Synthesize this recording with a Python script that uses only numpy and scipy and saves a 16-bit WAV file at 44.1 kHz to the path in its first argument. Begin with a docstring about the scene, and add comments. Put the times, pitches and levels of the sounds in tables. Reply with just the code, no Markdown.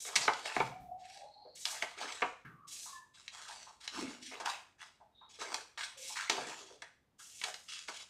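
"""Sheets of paper are slid off a stack on a glass table, lifted and turned by hand in a small hard room.
Sliding faces hiss with fine clicks; strokes of the hand rub and bend a sheet, so it crackles and resonates.
Buckling sheets snap with noise bursts and a low pop; creases tick, edges scuff, and the stack bumps dully.
Sticking and slipping paper gives faint, rough squeaks. Echoes and a short tail surround it all over quiet air."""
import sys
import numpy as np
from scipy import signal
from scipy.io import wavfile
from scipy.ndimage import uniform_filter1d

SR = 44100
rng = np.random.default_rng(int(sys.argv[2]) if len(sys.argv) > 2 else 0)


def materialize(psi):
    """Save the field psi as 16-bit PCM at rate SR to the path in sys.argv[1].

    A 1-D psi becomes a single channel; in a 2-D psi each row is a channel.
    """
    bounded = np.clip(np.atleast_2d(psi).T, -1, 1)
    quanta = np.round(bounded * 32767).astype(np.int16)
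    wavfile.write(sys.argv[1], SR, quanta)


N = 356769  # length in samples

# Event levels below are layer gains before envelopes, layer trims and room; colour levels are relative.
# a sheet is drawn across the stack: start_s, length_s, sizzle_db, rub_db
SHEET_SLIDES = [(0, 0.13, -44.5, -51), (1.548, 0.32, -48, -54), (2.668, 0.33, -50.5, -51.5),
                (5.969, 0.26, -49, -48.5), (7.178, 0.52, -55, -56.5)]
# fine hiss of two flat faces: frequency_hz, level_db
SIZZLE_COLOUR = [(3000, -8.5), (6000, 14), (8000, 12.5), (11500, 0.5), (15500, -11.5)]
# quiet air of the still room: frequency_hz, level_db
AIR_COLOUR = [(20, -22), (60, 0), (300, -8), (1500, -20), (15500, -38)]
# the hand moves a sheet: start_s, push_s, glide_s, rub_db, bend_db, lowest_note_hz (of the free sheet)
HAND_STROKES = [(0.043, 0.015, 0.16, -49, -53.5, 430), (0.207, 0.0031, 0.0038, -40.5, -48, 292),
                (0.332, 0.0043, 0.11, -48, -59.5, 249), (0.445, 0.011, 0.17, -46.5, -47.5, 460),
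                (0.974, 0.17, 0.03, -56, -68.5, 1640), (1.65, 0.004, 0.26, -50, -52.5, 670),
                (1.964, 0.059, 0.0097, -44.5, -45.5, 314), (2.079, 0.0069, 0.17, -50, -57, 456),
                (3.135, 0.017, 0.24, -61.5, -70.5, 940), (3.31, 0.026, 0.15, -51.5, -59, 630),
                (3.477, 0.0053, 0.19, -51.5, -64.5, 583), (3.802, 0.0086, 0.077, -53, -63, 800),
                (3.913, 0.038, 0.18, -47, -52, 302), (4.207, 0.059, 0.037, -47.5, -66.5, 1530),
                (4.313, 0.0016, 0.024, -65, -50, 450), (4.447, 0.02, 0.01, -44.5, -41.5, 696),
                (4.78, 0.035, 0.008, -54, -58.5, 870), (5.288, 0.012, 0.13, -59.5, -73.5, 360),
                (5.386, 0.012, 0.18, -49, -50, 374), (5.775, 0.0013, 0.04, -41.5, -47, 870),
                (6.154, 0.013, 0.073, -46, -46, 1084), (6.297, 0.014, 0.22, -47.5, -48, 266),
                (6.449, 0.025, 0.25, -51.5, -63, 286), (7.424, 0.0098, 0.047, -52, -54, 543),
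                (7.681, 0.0063, 0.095, -46, -59, 1200), (7.874, 0.0047, 0.13, -49.5, -62, 490)]
# fall of the stroke's speed while the sheet glides, then while it settles
GLIDE_DB_PER_S, SETTLE_DB_PER_S = 38, 178
# rubbing edges: frequency_hz, level_db
RUB_COLOUR = [(1300, -26), (2500, -5), (3300, -1), (5200, -4.5), (8000, -8.5), (10000, -18.5), (15500, -44)]
# bending sheet: frequency_hz, level_db
BEND_COLOUR = [(130, -4.5), (380, -7.5), (1000, -7), (2600, -7), (4000, -21), (8000, -39)]
# a sheet buckles: start_s, level_db, pop_db and rub_db (both relative to level_db), t60_s
BUCKLES = [(0.1589, -32.5, -5, 1, 0.053), (0.2788, -28.5, 7, -48, 0.04), (0.565, -35, 24, -24, 0.0061),
           (0.602, -30.5, 10, -28.5, 0.027), (1.8228, -36, 2.5, -10.5, 0.034), (2.22, -32, 6.5, -31, 0.05),
           (4.399, -54, 13, -2.5, 0.1), (4.458, -36.5, -21, -8, 0.022), (5.414, -52.5, 18.5, -2, 0.019),
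           (5.543, -35.5, 3, -2.5, 0.016), (6.297, -33.5, 6, 0, 0.018), (6.82, -51, 3.5, -5.5, 0.033),
           (7.438, -39, -7, -3, 0.033), (7.883, -47.5, 5.5, -6, 0.057)]
# crack of a buckling sheet: frequency_hz, level_db
CRACK_COLOUR = [(350, -16), (1400, 3), (2200, 9), (3300, -1.5), (9000, -49.5)]
# pop of the air shoved by a buckle: frequency_hz, level_db
POP_COLOUR = [(110, -25), (260, -10.5), (950, 4), (1500, -3), (6000, -55)]
# a crease or a stiff edge flicks over: start_s, peak_db, pitch_hz
CREASE_TICKS = [(0.156, -19.5, 3540), (0.335, -27.5, 3520), (0.456, -31, 2570), (1.654, -19, 3530),
                (2.123, -31, 3250), (3.2798, -30.5, 3050), (3.8772, -27, 2920), (5.81, -30.5, 2190),
                (5.834, -32.5, 2400), (6.3, -15, 3240), (6.378, -31, 674), (7.415, -31, 2320),
                (7.542, -32, 3200)]
# dull low bumps, mostly of hand and stack (the 0.8 s one a low puff): start_s, level_db, pitch_hz
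STACK_BUMPS = [(0.168, -52.5, 139), (0.573, -43, 143), (0.629, -47, 136), (0.801, -50, 95),
               (2.448, -52, 150), (4.015, -52.5, 259), (6.378, -56.5, 144)]
# an edge scuffs the next sheet, or a soft fold gives way: start_s, level_db, pitch_hz
EDGE_SCUFFS = [(0.215, -36.5, 4960), (1.036, -60.5, 2560), (1.45, -51.5, 540), (2.448, -50, 1500),
               (2.857, -52, 1060), (3.487, -49, 900), (3.665, -53, 990), (5.001, -58, 754),
               (5.211, -57, 1000), (6.097, -51, 930), (6.7, -53.5, 503), (6.82, -51.5, 1740),
               (7.192, -57.5, 1396)]
# pitch and level path of the sliding paper's whistle: time_s, pitch_hz, level_db
WHISTLE_PATH = [(0.7, 713, -56.5), (0.82, 752, -57.5), (0.86, 735, -66.5), (0.894, 713.5, -54),
                (1.0, 743, -53), (1.048, 751, -62.5), (1.261, 831, -57), (1.321, 818, -69),
                (1.45, 854, -58.5)]
# faint squeaks and low groans: start_s, length_s, level_db, first_pitch_hz, last_pitch_hz, roughness (0-1)
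SQUEAK_GLIDES = [(1.157, 0.13, -55, 617, 642, 0.25), (1.171, 0.53, -68.5, 4130, 4480, 0.8),
                 (2.42, 0.318, -65, 1194, 1170, 0.4), (2.86, 0.18, -57.5, 1138, 969, 0.1),
                 (2.901, 0.14, -62, 1745, 1760, 0.05), (3.928, 0.19, -45, 279.7, 249, 0.35),
                 (4.195, 0.09, -55, 259, 260, 0), (5.116, 0.21, -67, 3686, 3820, 0.26),
                 (5.942, 0.12, -62.5, 548, 520, 0)]
# reverberation: frequency_hz, t60_s
ROOM_DECAY = [(150, 0.35), (12000, 0.43)]
EDGE_HZ = 15600  # cutoff of the closing low-pass


def amp(db):
    """Decibels to gain."""
    return 10 ** (np.asarray(db) / 20)


def evened(x):
    """Scales to an rms of one."""
    return x / np.sqrt(np.mean(x ** 2) + 1e-20)


def read(points, hz):
    """Reads a table on a logarithmic frequency axis."""
    f, value = np.transpose(points)
    return np.interp(np.log(hz + 1), np.log(f + 1), value)


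def add(mix, s, sound):
    """Mixes a sound in at time s, in seconds."""
    part = mix[max(round(s * SR), 0):][:len(sound)]
    part += sound[:len(part)]


def decay(t, t60):
    """Envelope that falls by 60 dB in t60."""
    return np.exp(-np.log(1000) * t / t60)


def colour(x, points, size=2048):
    """Causal minimum-phase filter with the given spectrum and unit energy."""
    log_gain = np.log(amp(read(points, abs(np.fft.fftfreq(size, 1 / SR)))))
    spectrum = np.exp(np.conj(signal.hilbert(log_gain)))
    ring = np.fft.ifft(spectrum).real[:size // 2]
    return signal.oaconvolve(x, ring / np.linalg.norm(ring))[:len(x)]


def wander(n, per_s):
    """Random values of rms one, per_s a second, joined by straight lines."""
    at = np.arange(n) * per_s / SR
    return evened(np.interp(at, np.arange(N // 16), rng.standard_normal(N // 16)))


def crackle(per_s, spread_db, smooth, clump_db):
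    """Fibres slip in clumps of tiny clicks of uneven size, over a smooth friction noise."""
    sizes = amp(spread_db * np.minimum(rng.exponential(1, N), 4.5))
    slips = rng.random(N) < per_s / SR
    clicks = evened(sizes * rng.choice([-1, 1], N) * slips)
    friction = smooth * rng.standard_normal(N)
    return evened((clicks + friction) * amp(clump_db * wander(N, 70)))


def dragging(start_db=-5, peak_at=0.51, end_db=-16):
    """A sheet dragged flat starts at once, speeds up and lifts away: strength of sizzle and rubbing."""
    sizzle, rub = np.zeros((2, N))
    for s, length, sizzle_db, rub_db in SHEET_SLIDES:
        way = np.linspace(0, 1, int(length * SR))
        speed = amp(np.interp(way, [0, peak_at, 1], [start_db, 0, end_db]))
        speed *= signal.windows.tukey(len(way), .09)
        add(sizzle, s, amp(sizzle_db) * speed)
        add(rub, s, amp(rub_db) * speed)
    return sizzle, rub


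def slides(level):
    """Two flat faces sizzle finely as they pass over each other."""
    fine_slips = crackle(per_s=5600, spread_db=-3.5, smooth=0.83, clump_db=2.5)
    return level * colour(fine_slips, SIZZLE_COLOUR)


def still_air():
    """Quiet, steady noise of the room's air, weighted to the lows."""
    return amp(-77) * colour(rng.standard_normal(N), AIR_COLOUR)


def crinkles(per_s, spread_db, cycles, count=36):
    """Small patches of the sheet flick over, each ringing for a few cycles at a pitch of its own."""
    out, t = np.zeros(N), np.arange(SR // 25) / SR
    for hz in np.geomspace(330, 4500, count) * rng.uniform(.95, 1.05, count):
        # high patches ring more briefly and lie farther apart in pitch, so each carries more
        ring = hz * np.sin(2 * np.pi * hz * t) * np.exp(-hz * t / cycles)
        for when, chance in rng.random((int(per_s * N / SR), 2)):
            size = amp(spread_db * min(-np.log(chance), 3))
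            add(out, when * N / SR, size * ring)
    return evened(out)


def flexing(x, depth_db, size=512, count=8):
    """The resonances of a sheet shift as its curve changes: random patches of gain in time and pitch."""
    z = signal.stft(x, nperseg=size)[2]
    patches = uniform_filter1d(rng.standard_normal(z.shape), size=5, axis=0)
    patches = uniform_filter1d(patches, size=count, axis=1)
    return evened(signal.istft(z * amp(depth_db * evened(patches)), nperseg=size)[1][:N])


def stroke(push_s, glide_s):
    """Speed through one stroke: rises evenly in the push, slows in the glide, dies away in settling."""
    t = np.arange(int((push_s + glide_s) * SR) + SR // 4) / SR
    gliding = np.clip(t - push_s, 0, glide_s)
    settling = np.maximum(t - push_s - glide_s, 0)
    slowing_db = GLIDE_DB_PER_S * gliding + SETTLE_DB_PER_S * settling
    return np.minimum(t / push_s, 1) * amp(-slowing_db)


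def free_span(x, hz, q=1.0):
    """The free part of a sheet rings at its lowest note and gives off little below it."""
    w = 2 * np.pi * hz
    b, a = signal.bilinear([1, 0, 0], [1, w / q, w ** 2], SR)
    return evened(signal.lfilter(b, a, signal.lfilter(b, a, x)))


def rustle(drag, rub_gain_db=-1, bend_gain_db=4.0):
    """Slips and crinkles drive the rubbing edges and the bending sheet; the edges add their own grit."""
    slips = crackle(per_s=800, spread_db=4.5, smooth=.35, clump_db=2.5)
    grit = crackle(per_s=5900, spread_db=1.5, smooth=0.22, clump_db=3.0)
    flicks = crinkles(per_s=22, spread_db=4.5, cycles=4)
    edges = colour(0.72 * slips + grit + 0.038 * flicks, RUB_COLOUR)
    rub = flexing(edges, depth_db=3.0, count=20)
    bend = flexing(colour(slips + 0.39 * flicks, BEND_COLOUR), depth_db=3.2)
    # overlapping drags and strokes add their rubbing as power
    rub_power, bending = drag ** 2, np.zeros(N)
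    for s, push_s, glide_s, rub_db, bend_db, note_hz in HAND_STROKES:
        speed = stroke(push_s, glide_s)
        sheet = free_span(bend[round(s * SR):][:len(speed)], note_hz)
        add(rub_power, s, (amp(rub_db) * speed) ** 2)
        add(bending, s, amp(bend_db) * sheet * speed[:len(sheet)])
    return amp(rub_gain_db) * rub * np.sqrt(rub_power) + amp(bend_gain_db) * bending


def snaps(crack_share=0.12, crack_db=12, rise_share=0.022, pop_rise_s=0.0025, pop_ring=2.31,
          bend_db=-5, strain_db=-7, strain_s=0.0011):
    """A buckle strains, cracks and shivers; the air it shoves pops lower and longer."""
    out, t = np.zeros(N), np.arange(SR // 4) / SR
    for s, db, pop_db, rub_db, t60 in BUCKLES:
        rub, bend, pop = rng.standard_normal((3, len(t)))
        age = t / max(t60, .005)
        # a slow buckle both swells and fades slowly
        swell = 1 - np.exp(-age / rise_share)
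        blow = swell * (decay(age, 1) + amp(crack_db) * np.exp(-age / crack_share))
        shove = decay(age, pop_ring) * (1 - np.exp(-t / pop_rise_s))
        sound = amp(rub_db) * colour(rub * blow, RUB_COLOUR)
        sound += amp(bend_db) * colour(bend * blow, CRACK_COLOUR)
        sound += amp(pop_db) * colour(pop * shove, POP_COLOUR)
        add(out, s, amp(db) * sound)
        # the strain swells up to the moment of the snap
        lead = t[:SR // 50]
        strain = colour(rng.standard_normal(len(lead)), RUB_COLOUR) * np.exp(-lead[::-1] / strain_s)
        add(out, s - lead[-1], amp(db + strain_db) * strain)
    return out


def ticks(cycles=8.7, below_db=-7, above_db=-8):
    """A small crease or a stiff edge flicks over: a burst of a few cycles, broad around its own pitch."""
    out, t = np.zeros(N), np.arange(SR // 20) / SR
    for s, db, hz in CREASE_TICKS:
        around = [(hz / 8, -28), (hz / 2, below_db), (hz, 0), (2 * hz, above_db), (10 * hz, -72)]
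        tick = colour(rng.standard_normal(len(t)) * np.exp(-hz * t / cycles), around)
        add(out, s, amp(db) * tick / abs(tick).max())
    return out


def bumps(thud=0.67, thud_s=0.078, t60=0.22, rise_s=0.0016, below_db=-12, above_db=-13):
    """A soft, uneven push rings around one low note, mostly the bowed stack or the table."""
    out, t = np.zeros(N), np.arange(SR // 2) / SR
    for s, db, hz in STACK_BUMPS:
        ring = np.sin(2 * np.pi * hz * t) * decay(t, t60)
        around = [(hz / 8, -30), (hz / 2, below_db), (hz, 0), (2 * hz, above_db), (10 * hz, -45)]
        push = thud * colour(rng.standard_normal(len(t)) * np.exp(-t / thud_s), around)
        add(out, s, amp(db) * (ring + push) * (1 - np.exp(-t / rise_s)))
    return out


def scuffs(rise_s=0.004, fade_s=0.037, q=2.4):
    """A short run of slips rings a small part of the sheet, broadly around one note."""
    out, t = np.zeros(N), np.arange(SR // 5) / SR
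    for s, db, hz in EDGE_SCUFFS:
        b, a = signal.iirpeak(hz, q, SR)
        slips = rng.standard_normal(len(t))
        ring = evened(signal.lfilter(b, a, signal.lfilter(b, a, slips)))
        add(out, s, amp(db) * ring * (1 - np.exp(-t / rise_s)) * np.exp(-t / fade_s))
    return out


def stick_slip(hz, db, rough, waver_hz=22, flutter_db=3, smear_hz=40, smear_share=0.04):
    """Paper sticks and slips: an unsteady tone, part of which smears into a narrow band of scraping."""
    n = len(hz)
    turn = np.exp(2j * np.pi * np.cumsum(hz + waver_hz * wander(n, 260)) / SR)
    # slow complex noise spreads the tone to both sides of its pitch
    b, a = signal.butter(2, smear_hz + smear_share * hz.mean(), fs=SR)
    scrape = signal.lfilter(b, a, rng.standard_normal(n) + 1j * rng.standard_normal(n))
    share = np.clip(rough, 0, 1)
    tone = np.sqrt(1 - share) * evened(turn.real) + np.sqrt(share) * evened((turn * scrape).real)
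    return amp(db + flutter_db * wander(n, 110)) * tone / np.sqrt(2)


def squeaks():
    """Stick-slip gives one long, broken whistle, and short squeaks that each glide one way."""
    out = np.zeros(N)
    when, pitch, level = np.transpose(WHISTLE_PATH)
    t = np.arange(when[0], when[-1], 1 / SR)
    whistle = stick_slip(np.interp(t, when, pitch), np.interp(t, when, level), rough=0.15)
    add(out, when[0], whistle * signal.windows.tukey(len(t), .1))
    for s, length, db, first_hz, last_hz, rough in SQUEAK_GLIDES:
        n = int(length * SR)
        squeak = stick_slip(np.linspace(first_hz, last_hz, n), db, rough)
        add(out, s, squeak * signal.windows.tukey(n, .7))
    return out


def room(x, early_db, tail_db, count=9):
    """Table, body and walls return a few quick echoes, along with a diffuse tail."""
    hz, t, z = signal.stft(rng.standard_normal(SR), SR, nperseg=256)
    tail = signal.istft(z * decay(t, read(ROOM_DECAY, hz)[:, None]), SR)[1]
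    tail *= 1 - np.exp(-np.arange(len(tail)) / SR / 0.00012)
    echo = amp(tail_db) * tail / np.linalg.norm(tail)
    at = (np.geomspace(.0016, .022, count) * rng.uniform(0.99, 1.2, count) * SR).astype(int)
    echo[at] += amp(early_db) * rng.choice([-1, 1], count) / np.sqrt(count)
    return x + signal.oaconvolve(x, echo)[:N]


def scene():
    """All the paper sounds in the room, over its quiet air; the squeaks carry more of the tail."""
    sizzle, drag = dragging()
    paper = slides(sizzle) + rustle(drag) + snaps() + ticks() + bumps() + scuffs()
    paper_in_room = room(paper, early_db=-7.0, tail_db=-5.5)
    squeaks_in_room = room(squeaks(), early_db=-13.5, tail_db=2.0)
    return (paper_in_room + squeaks_in_room + still_air())[None]


def record(dry):
    """A steep linear-phase low-pass closes off the extreme treble."""
    low_pass = signal.firwin(511, EDGE_HZ, window=("kaiser", 9), fs=SR)
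    return signal.oaconvolve(dry, low_pass[None], "same")


dry = scene()
out = record(dry)
materialize(out)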